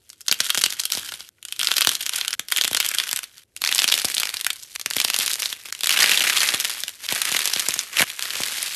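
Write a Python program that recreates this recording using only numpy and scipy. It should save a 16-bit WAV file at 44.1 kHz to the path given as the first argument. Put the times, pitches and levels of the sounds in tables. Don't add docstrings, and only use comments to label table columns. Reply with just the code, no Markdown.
import sys
import numpy as np
from scipy import signal
from scipy.fft import rfft, irfft, next_fast_len
from scipy.io import wavfile
from scipy.ndimage import map_coordinates

SR = 44100
rng = np.random.default_rng(int(sys.argv[2]) if len(sys.argv) > 2 else 0)


def master(y):
    cut = np.clip(np.atleast_2d(y).T, -1, 1)
    pcm = np.round(cut * 32767)
    wavfile.write(sys.argv[1], SR, pcm.astype(np.int16))


def nominal_scale(level):
    x = np.asarray(level, float) / 20
    return 10 ** x


N = 385950
SNAP_DB = 8.5


def unit(x):
    return x / np.sqrt(np.mean(x ** 2) + 1e-20)


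def along(points, hz):
    f, v = np.transpose(points)
    return np.interp(np.log(hz + 1), np.log(f + 1), v)


def filtered(x, response):
    m = next_fast_len(N + SR // 2)
    return irfft(rfft(x, m) * response(np.fft.rfftfreq(m, 1 / SR)), m)[..., :N]


def causal(points, size=2048):
    cepstrum = irfft(np.log(nominal_scale(along(points, np.fft.rfftfreq(size, 1 / SR))) + 1e-6), size)
    cepstrum[1:size // 2] *= 2
    cepstrum[size // 2 + 1:] = 0
    pulse = irfft(np.exp(rfft(cepstrum)), size)[:size // 2]
    return pulse / np.linalg.norm(pulse)


SCENE_CHANGES = [
    1.291,
    2.352,
    3.437,
    4.764,
    5.707,
    7.068,
    8.043,
]


def scatter(seconds, shapes):
    index = np.round(seconds * SR).astype(int)[:, None] + np.arange(shapes.shape[1])
    take = np.searchsorted(SCENE_CHANGES, index / SR)
    same_take = take == take[:, :1]
    return np.bincount(index.ravel(), (shapes * same_take).ravel(), N + SR)[:N]


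# time of full force in seconds, hold in seconds,
# crackle level in dB, typical flake resonance in Hz.
SQUEEZES = [(0.02, 0.26, -58, 3860), (0.41, 0.03, -29.5, 3860), (0.64, 0.12, -35.5, 3630),
            (0.94, 0.042, -29.5, 3800), (1.16, 0.045, -44, 3300), (1.5, 0.099, -46, 3470),
            (1.648, 0.35, -33, 3450), (2.13, 0.062, -32, 2930), (2.41, 0.073, -51, 3340),
            (2.548, 0.23, -38, 3180), (2.83, 0.2, -31.5, 2870), (3.33, 0.11, -48.5, 3000),
            (3.682, 0.31, -29.5, 3220), (4.05, 0.3, -36, 2920), (4.57, 0.34, -41, 3830),
            (4.766, 0.028, -47, 2950), (4.97, 0.49, -30.5, 3400), (5.659, 0.05, -34, 2900),
            (5.745, 0.084, -46, 3450), (5.918, 0.52, -20.5, 2700), (6.58, 0.13, -29, 3160),
            (7.04, 0.03, -34, 3000), (7.101, 0.17, -26.5, 2520), (7.29, 0.39, -28, 3100),
            (7.75, 0.037, -35, 2900), (7.936, 0.01, -60, 2400), (7.975, 0.029, -22, 2310),
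            (8.065, 0.012, -33.5, 3000), (8.218, 0.06, -31, 2800), (8.35, 0.12, -26.5, 3000),
            (8.561, 0.35, -29.5, 3100)]


def squeeze(seconds):
    grip, tire, let_go = 263.5, 0.5, 73
    resting_db, resting_hz = -68.5, 2700
    fade_in_db, fade_in_s = -18, 0.017
    start, held, db, hz = np.transpose(SQUEEZES)[..., None]
    since = seconds - start
    force_db = db + grip * np.minimum(since, 0)
    force_db = force_db - tire * np.clip(since, 0, held) - let_go * np.maximum(since - held, 0)
    same_take = np.searchsorted(SCENE_CHANGES, start) == np.searchsorted(SCENE_CHANGES, seconds)
    power = nominal_scale(2 * force_db) * same_take

    openings = SCENE_CHANGES[4:6]
    opened = seconds - np.array([-1, *openings])[np.searchsorted(openings, seconds)]
    power *= nominal_scale(2 * fade_in_db * np.clip(1 - (opened / fade_in_s) ** 2, 0, 1))

    rest = nominal_scale(2 * resting_db)
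    total = power.sum(axis=0) + rest
    pitch_hz = ((power * hz).sum(axis=0) + rest * resting_hz) / total
    level_db = 10 * np.log10(total)
    bright_db = -0.06 - 0.19 * (level_db + 14.5) + 2.5 * np.log2(pitch_hz / 3200)
    return level_db, bright_db, pitch_hz


# frequency in Hz, spectral level in dB per Hz.
ROOM_TONE = [(25, -40), (50, -15.5), (108, -13.5), (179, -22), (385, -20), (1100, -39), (3840, -43),
             (13400, -41.5)]


def room_tone():
    knots = np.arange(200) / 20
    drift_db = 2 * rng.standard_normal(len(knots)) + 0.19 * squeeze(knots)[0]
    noise = unit(filtered(rng.standard_normal(N), lambda hz: nominal_scale(along(ROOM_TONE, hz))))
    return nominal_scale(-58.0 + np.interp(np.arange(N) / SR, knots, drift_db)) * noise


def flake_pitch(seconds, scatter_share):
    return squeeze(seconds)[2] * np.exp(scatter_share * rng.standard_normal(len(seconds)))


# frequency in Hz, level in dB.
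SHELL = [(25, -22.5), (80, -7), (260, -4.5), (827, -6.5), (1540, -2.5), (2570, -4), (6750, -4), (12000, -3),
         (13400, -4.5)]


def fractures(seconds, level_db, bright_db, flake_hz, size, lead, click_t60, ring_t60, ring_db, q,
              thin, damped, sharp, swell_db):
    t = np.arange(size) / SR - lead
    chance = rng.standard_normal((len(seconds), size + 2))
    noise = chance[:, 2:]
    life = np.exp(0.15 * chance[:, :1])

    swell = nominal_scale(swell_db + 24 * t / lead)
    break_itself = sharp * np.sign(chance[:, 1:2]) * (np.abs(t) < .5 / SR)
    click = (noise + break_itself) * np.where(t < 0, swell, nominal_scale(-60 * t / click_t60))
    ring = noise * (t >= 0) * nominal_scale(ring_db + chance[:, 1:2] - 60 * t / (ring_t60 * life))

    ratio = np.fft.rfftfreq(size, 1 / SR) / flake_hz[:, None]
    resonance = 1j * ratio / (1 - ratio ** 2 + 1j * ratio / q)
    flake = (1 + resonance) * 1j * ratio / (1j * ratio + thin)
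    damped_ring = rfft(ring, axis=1) * (1 + resonance / 2) / (1 + 1j * ratio / damped)
    body = (rfft(click, axis=1) + damped_ring) * flake

    edge = np.minimum(1.8, 6500 / flake_hz[:, None])
    high = 1 / (1 + (edge / (ratio + .001)) ** 4)
    shapes = irfft(body * (1 - high + high * nominal_scale(bright_db)[:, None]), size)
    onset = shapes[:, :round((lead + .0015) * SR)]
    shapes = shapes * (nominal_scale(level_db) / np.linalg.norm(onset, axis=1))[:, None]
    return signal.fftconvolve(scatter(np.abs(seconds - lead), shapes), causal(SHELL))[:N]


def lull_db(seconds):
    cracks = np.sort(np.concatenate([SNAPS[:, 0], TICKS[:, 0], np.transpose(TEARS)[0], [N / SR]]))
    after = np.searchsorted(cracks, seconds).clip(1)
    apart = np.minimum(np.abs(cracks[after] - seconds), np.abs(seconds - cracks[after - 1]))
    lull = -7 * (1 - np.exp(-(apart / .012) ** 2)) + 3
    return lull * (seconds < SCENE_CHANGES[4])


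def crackle(count=10000):
    chance = rng.random((count, 3))
    at = chance[:, 0] * N / SR
    clumps = map_coordinates(rng.standard_normal(1100), [at * 120])
    force_db, bright_db, _ = squeeze(at)
    worn_db = 0.27 * (at - SCENE_CHANGES[1]) * (at > SCENE_CHANGES[4])
    spiky_db = 3.7 + 0.09 * np.clip(force_db + 45, 0, 17) - worn_db
    uneven_db = spiky_db * (clumps / 2 - np.log(chance[:, 1] + .05) - 2)
    level_db = force_db + uneven_db + 19 + lull_db(at)
    bright_db = bright_db + 12 * (chance[:, 2] - .5)
    hz = flake_pitch(at, scatter_share=0.3)
    return fractures(at, level_db, bright_db, hz, size=384, lead=.001, q=1.78, damped=8.0,
                     click_t60=.0015, ring_t60=.009, ring_db=-5, thin=.2, sharp=4, swell_db=-8)


# time in seconds, peak level in dB, bright edge over the body in dB,
# flake resonance in Hz.
LOUD_CRACKS = [(0.0929, -29, 10, 5660), (0.101, -20, -3.5, 5700), (0.1309, -28, -2, 3770),
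               (0.2075, -22.5, 5, 3420), (0.214, -20.5, 6, 5400), (0.2824, 1, -10, 4800),
               (0.2943, -14, -17, 3100), (0.3136, 3.5, -10.5, 4670), (0.3252, 3, -0.5, 3220),
               (0.4036, 3, -7, 5230), (0.4958, -9.5, -8, 3400), (0.503, 2, -5.5, 3180),
               (0.5515, -6.5, -3, 3170), (0.5751, 2.5, 0, 3190), (0.6386, 8, -9, 4600),
               (0.6614, -0.5, -4, 3190), (0.7046, -9.5, -5, 5560), (0.7967, -5.5, -16, 4910),
               (0.8007, -3.5, -3, 5080), (0.836, -10.5, -4, 4630), (0.8539, -2.5, 5.5, 3180),
               (0.9176, -14, 8, 5170), (0.921, 0.5, -5.5, 4900), (1.0907, -15, -14, 3300),
               (1.1211, -13.5, -5, 1580), (1.1394, -14, -5.5, 3420), (1.2061, -17, -19, 3640),
               (1.2896, -22, -6, 5650),
               (1.3838, -45, -22, 1570), (1.428, -20.5, 0, 3060), (1.4516, -11.5, -0.5, 3080),
           (1.4847, -18.5, -1, 3170), (1.5244, -7, 2, 2960), (1.5934, -4, 1, 2980), (1.6, -8, -11, 3150),
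           (1.6135, -3, -4, 3210), (1.631, -2.5, -2, 3170), (1.646, -5, -2, 3080), (1.672, 3, -11.5, 4310),
           (1.686, -10, -9, 3080), (1.711, -9, -5, 2820), (1.716, 1.5, -9, 3060), (1.767, 1, 0, 3180),
           (1.7816, 1, -1.5, 3650), (1.8086, 2.5, 0.5, 2920), (1.818, 2, -18, 3940),
           (1.8482, -1.5, -2, 2910), (1.8718, 9.5, -2, 3500), (1.8919, 3, 1.5, 2900),
           (1.9525, -2.5, -4, 3750), (2.01, -11.5, -5, 3200), (2.026, -10.5, 13, 3420),
           (2.064, -4, 1, 3230), (2.16, -1.5, 20, 4800), (2.1825, -11, 2, 3190), (2.2121, -4, -13, 3160),
           (2.2487, -10, -6, 3020), (2.2802, -1.5, 1, 3280), (2.3071, -10, 0, 3680),
           (2.3297, -6, -19, 5940), (2.338, -8.5, 0, 1740),
               (2.395, -4, -4.5, 3470), (2.485, -13, 0.5, 3230), (2.516, -10, 0, 3100),
             (2.5219, 1.5, -5.5, 3340), (2.5631, -3.5, -7, 3240), (2.5715, 0.5, 3, 3170),
             (2.5853, -3, -12.5, 3100), (2.612, 2.5, -10.5, 3900), (2.638, -3.5, -6, 3170),
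             (2.6462, -3, -4, 4130), (2.6511, -4, -8, 3280), (2.678, -1, -2.5, 2890),
             (2.7124, -8.5, 5, 3320), (2.731, -3.5, -1, 3400), (2.7476, 1.5, -9.5, 2930),
             (2.767, -5.5, -15, 4760), (2.771, -2.5, -15, 4560), (2.802, 4, -1.5, 3150),
             (2.863, -4.5, 4.5, 3100), (2.889, -2, 24, 3470), (2.9482, -1.5, 8, 1830),
             (2.9849, 2, -1, 3400), (3.0001, -3, -12, 3260), (3.091, -8.5, -4, 3440),
             (3.1125, -6, -1, 3140), (3.1299, -2, 4, 1630), (3.1617, -3, 9, 3120),
             (3.1902, -7.5, -2.5, 3060), (3.24, -11.5, -2, 3750),
               (3.5647, -13.5, -1, 2730), (3.5735, -22, -7, 4780), (3.6186, -4.5, 0, 3600),
               (3.6397, -1, -7, 2700), (3.6612, -5.5, -13, 2800), (3.6746, -1.5, -13.5, 4400),
               (3.7484, 0, 4, 3680), (3.7812, 1, -0.5, 3400), (3.79, 3.5, -11.5, 3330),
               (3.8193, -0.5, -6, 3000), (3.8423, 2.5, -10, 3200), (3.878, 0.5, -5, 3560),
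               (3.888, -1, -16, 4400), (3.9402, 4.5, -7.5, 4430), (3.978, -2, -7, 3320),
               (4.047, -1.5, 1.5, 3400), (4.053, 0, 7, 4400), (4.148, -3.5, 6, 5500),
               (4.1677, -6, -15, 3400), (4.181, 2, -4, 3680), (4.2327, -1.5, -11, 2880),
               (4.2725, -9, 7, 1600), (4.292, -6, 0, 3170), (4.3414, -7.5, -5, 3000),
               (4.3695, -7.5, -4, 4530), (4.4462, -4.5, -3, 3140), (4.4659, 4, 2, 1890),
               (4.5033, -4, -5, 3170), (4.5062, -10.5, -15, 3550),
               (4.531, -13.5, 5, 3940), (4.6335, -18.5, 0, 5360), (4.7529, -14.5, 1, 3340),
                 (4.76, -9.5, -10, 3580), (4.7968, -10.5, -2, 2720), (4.8135, -11, -4, 3800),
                 (4.8607, -1, -3, 3270), (4.9025, -10, 2, 4310), (4.9098, -4, -7, 2870),
                 (4.9356, -9, -3, 3170), (4.9663, 0.5, 3, 2560), (4.984, -6, -12, 3250),
                 (5.0012, 3, -4, 3260), (5.015, -2.5, -15, 5600), (5.048, 3.5, -9, 3900),
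                 (5.0834, -10, -5, 3320), (5.1008, -0.5, -6.5, 3200), (5.1426, -0.5, -5.5, 3220),
                 (5.188, 0.5, 8, 3970), (5.2088, -4.5, -12, 3180), (5.262, -4, -10, 3940),
                 (5.279, -2, -6, 3380), (5.3332, 1, 7, 3290), (5.421, -5, -6, 2680),
                 (5.43, -6.5, -15, 3400), (5.458, -3, -8.5, 3400), (5.5274, -7, -4, 3540),
               (5.7257, -6.5, -9, 3980), (5.75, -14, -8, 2970), (5.808, -5.5, -1, 2930),
               (5.8345, -1, -5, 3550), (5.843, -1.5, -2, 3700), (5.8713, 3.5, -2, 3330),
               (5.8935, 5.5, -2.5, 2900), (6.0418, 4.5, -7, 2760), (6.4891, 1, -19, 3400),
               (6.5391, -4, -9, 3420), (6.5457, -0.5, -5, 3320), (6.6004, -1, 2.5, 3580),
               (6.608, -5, 0, 6060), (6.804, -10, 9, 3790), (6.836, -5, -7.5, 2850),
               (6.8807, -6, -4.5, 3120), (7.049, -19, -17, 3170),
               (7.0888, -4, -15, 3680), (7.124, -0.5, 3, 3080), (7.1492, -7.5, 19, 5210),
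           (7.2174, 1.5, -0.5, 3600), (7.3173, -4, 9, 3850), (7.347, -5.5, -12, 1830),
           (7.3658, 1.5, -5, 3360), (7.405, -8, -16, 3980), (7.456, 0, -3, 3500), (7.475, -3.5, -7, 3820),
           (7.536, 2.5, -5.5, 4680), (7.5955, 1, 0, 3440), (7.5998, -5, -6, 5680), (7.6862, 3, 17, 5260),
           (7.74, -3.5, -7, 5990), (7.7913, -1.5, -21, 6100),
               (7.253, -4.5, -2, 3300),
    (7.27, -14.5, -8, 1810),
    (8.1934, -8, -8, 2900),
    (8.2543, -10, -4, 1680),
    (8.3056, -8.5, -18, 3060),
    (8.4, -24, 5, 3550),
    (8.6286, -4, 13, 2710),
]
SNAPS = np.array(LOUD_CRACKS)


def snaps():
    s, db, edge_db, hz = SNAPS.T
    late_s = 0.00005
    return fractures(s + late_s, db + SNAP_DB, 1.08 * edge_db + 6.5, hz, size=1024, q=1.63, ring_db=-13,
                     damped=5.5, ring_t60=.022, lead=.003, click_t60=.002, thin=.3, sharp=5, swell_db=-20)


# time in seconds, peak level in dB.
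SMALL_CRACKS = [(0.2648, -24), (0.2721, -26.5), (0.3425, -14.0), (0.4446, -10), (0.4567, -23), (0.466, -12),
                (0.5359, -32), (0.5467, -2), (0.5802, -4.5), (0.5848, -9.5), (0.5914, -8), (0.6, -15),
                (0.6127, -7), (0.6171, -3), (0.6578, -9.5), (0.7247, -10), (0.7352, -14), (0.8144, -16.5),
                (0.9023, -10), (0.9352, -10.5), (0.951, -7), (0.9734, -10.5), (0.982, -16), (0.9957, -13.5),
                (1.0474, -21.5), (1.0595, -22.5), (1.5631, -21), (1.6081, -11.0), (1.6541, -11),
                (1.7259, -13), (1.7395, -6.5), (1.763, -11), (1.8233, -2), (1.9165, -7), (1.9345, -14),
                (2.03, -13.0), (2.0588, -13), (2.0938, -1.5), (2.1355, -8), (2.1468, -17), (2.342, -17),
                (2.5033, -16.5), (2.5405, -22.5), (2.5812, -2.5), (2.6203, -6), (2.8279, -9.5), (2.8475, -6),
              (2.8541, -9.5), (2.915, -7.5), (3.0374, -10.5), (3.0715, -19), (3.1662, -12.0),
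              (3.1733, -9.5), (3.2326, -13.5), (3.3808, -28), (3.6492, -1.5), (3.7254, 0.5), (3.7575, -5),
              (3.7616, -10.0), (3.7722, -13), (3.799, -3), (3.8336, -7), (3.8814, -10.5), (3.918, -4),
              (3.952, -7.5), (3.9654, -14), (3.9891, -6.5), (3.9982, -7), (4.0176, -7.5), (4.0852, -8.5),
              (4.1, -9.5), (4.12, -13), (4.1434, -5), (4.1997, -1), (4.2055, -5), (4.218, -11),
              (4.2548, -6.5), (4.301, -13), (4.401, -14), (4.4113, -6.5), (4.559, -21.0),
                (4.9474, -23), (5.044, -7), (5.1635, -2), (5.2004, -6), (5.2187, -13), (5.236, -15),
                 (5.297, -9), (5.3024, -9.0), (5.3062, -8.0), (5.3148, -6), (5.341, -6), (5.4014, -10),
                 (5.5019, -34), (5.6618, -29), (5.7917, -17.5), (5.8594, -5), (6.1866, -11), (6.2364, -18),
                 (6.2477, -29), (6.2683, -29), (6.2986, 2), (6.331, -12), (6.344, -18), (6.4302, -19),
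                 (6.4617, -8), (6.6475, -3), (6.6522, -3), (6.697, -8),
                (6.7135, -20), (6.7805, -16.0), (6.8926, -12), (7.064, -14), (7.11, -22), (7.1659, -15),
               (7.3249, -4), (7.3419, -8), (7.3621, -10), (7.3916, -2), (7.4182, -7), (7.445, -12),
               (7.482, -10), (7.5726, -9.0), (7.647, -23), (7.7074, -7), (8.019, 4.5), (8.0415, -28),
               (8.1012, -11), (8.2246, -4.5), (8.4187, -10.0), (8.5165, -14), (8.5455, -25), (8.6067, -26),
               (8.662, -12)]
TICKS = np.array(SMALL_CRACKS)


def ticks():
    s, db = TICKS.T
    hz = flake_pitch(s, scatter_share=.13)
    return fractures(s, db + SNAP_DB, squeeze(s)[1] - 2, hz, size=1024, q=1.5, damped=6.0, ring_db=-12.5,
                     ring_t60=.018, lead=.003, click_t60=.0025, thin=.4, sharp=4.5, swell_db=-13)


# time in seconds, peak level in dB, flake resonance in Hz.
TEARS = [(0.621, -14, 6170), (2.8086, -6, 3070), (3.69, -4.5, 2900), (3.7164, -9.5, 1840),
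         (3.792, -2, 6030), (3.8993, -5.0, 4330), (3.9229, 3, 3270), (5.9066, 0, 2770),
         (5.9137, -4.5, 4820.0), (5.9326, -12, 3620.0), (5.963, -6, 2840), (5.9733, -1.5, 2680),
         (5.99, 0.5, 2890.0), (6.004, 1.5, 3230.0), (6.0087, -1.0, 3750.0), (6.0228, -4, 1870),
         (6.0293, 2, 4650.0), (6.0601, -1, 3700.0), (6.0947, 0, 3370), (6.1161, 3, 2840),
         (6.1223, -3, 3750.0), (6.1342, -3.0, 3040), (6.1443, -4.0, 2670.0), (6.1744, 2.5, 3430),
         (6.2065, -1.0, 2900), (6.2212, -4.0, 3270.0), (6.3674, -4, 4610.0), (6.3728, 1, 3570.0),
         (6.3815, -4.0, 3700.0), (6.4048, -2, 4270), (6.4169, -2, 3700), (7.5613, -5, 3480),
         (7.9701, -2, 3170), (7.9884, -1, 3200), (7.9952, 1.5, 2220), (8.007, -2, 2200.0),
         (8.0251, -0.5, 2000), (8.4352, -4.5, 3830.0)]


def tears():
    s, db, hz = np.transpose(TEARS)
    return fractures(s, db + SNAP_DB, squeeze(s)[1] - 5, hz, size=1024, q=2.15, damped=6.5, ring_db=-5.5,
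                     ring_t60=.018, lead=.003, click_t60=.006, thin=.35, sharp=2, swell_db=-5)


def lagging(hz):
    low = np.clip(hz, 30, 2000)
    return np.exp(-2j * np.pi * 1.15 * (np.log(low / 2000) - low / 2000 + 1))


# frequency in Hz, bandwidth in Hz, level in dB.
HOLLOW = [(1453, 225, -2), (3170, 270, -4)]


def hollow(x):
    def modes(f):
        return sum(nominal_scale(db) * 1j * f * width / (centre * centre - f * f + 1j * f * width)
                   for centre, width, db in HOLLOW)

    first_block = np.arange(N) < SCENE_CHANGES[2] * SR
    return first_block * filtered(x, modes)


# start in seconds, level in dB.
POPS = [(0.3132, -27), (0.406, -27.5), (0.576, -22.5), (0.6617, -30), (0.95, -31), (0.973, -23),
        (1.8724, -19.5), (2.3951, -30), (2.646, -26.5), (2.713, -22), (3.131, -29), (4.046, -18),
        (4.861, -30), (4.966, -21.5), (5.19, -28), (6.54, -20.5), (6.838, -39), (7.124, -18.5),
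        (7.318, -23), (7.5622, -24.5), (7.687, -21), (7.762, -29.5), (8.005, -14), (8.0239, -15),
        (8.403, -19.5)]


def thumps():
    s, db = np.transpose(POPS)
    t = np.arange(1, 1500) / SR
    phase = 2 * np.pi * 1.165 * np.log(1 + t / 0.00064)
    sweep = np.sin(phase) * nominal_scale(-60 * t / 0.059) / (1 + t / 0.0056)
    return scatter(s, nominal_scale(db - 1.0)[:, None] * sweep)


# frequency in Hz, 60 dB decay time in seconds.
ROOM = [(300, 0.34), (3000, 0.18), (12000, 0.096)]


def room(x):
    answer = np.zeros(N)
    take = np.searchsorted(SCENE_CHANGES, np.arange(N) / SR)
    for k in range(len(SCENE_CHANGES) + 1):
        hz, t, z = signal.stft(rng.standard_normal(SR // 3), SR, nperseg=256)
        decay = nominal_scale(-60 * t / along(ROOM, hz)[:, None])
        tail = signal.istft(z * decay, SR, nperseg=256)[1]
        tail = np.pad(tail, (200, 0)) / np.linalg.norm(tail)
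        part = x[take == k]
        answer[take == k] = signal.fftconvolve(part, tail)[:len(part)]
    return answer


def scene():
    shell = filtered(snaps() + ticks() + tears() + crackle(), lagging)
    near = shell + hollow(shell) + thumps()
    return (near + nominal_scale(-15.5) * room(near) + room_tone())[None]


def band_limit(x):
    return signal.sosfilt(signal.butter(12, 14160, fs=SR, output="sos"), x)


def record(dry):
    rounded = dry / (1 + np.abs(dry / 1.1) ** 3) ** (1 / 3)
    rounded = dry + filtered(rounded - dry, lambda hz: .4 + .6 / (1 + (900 / (hz + 1)) ** 4))
    band = filtered(rounded, lambda hz: 1 / (1 + (hz / 13120) ** 90))
    return band_limit(np.clip(band, -1, 1))


dry = scene()
out = record(dry)
master(out)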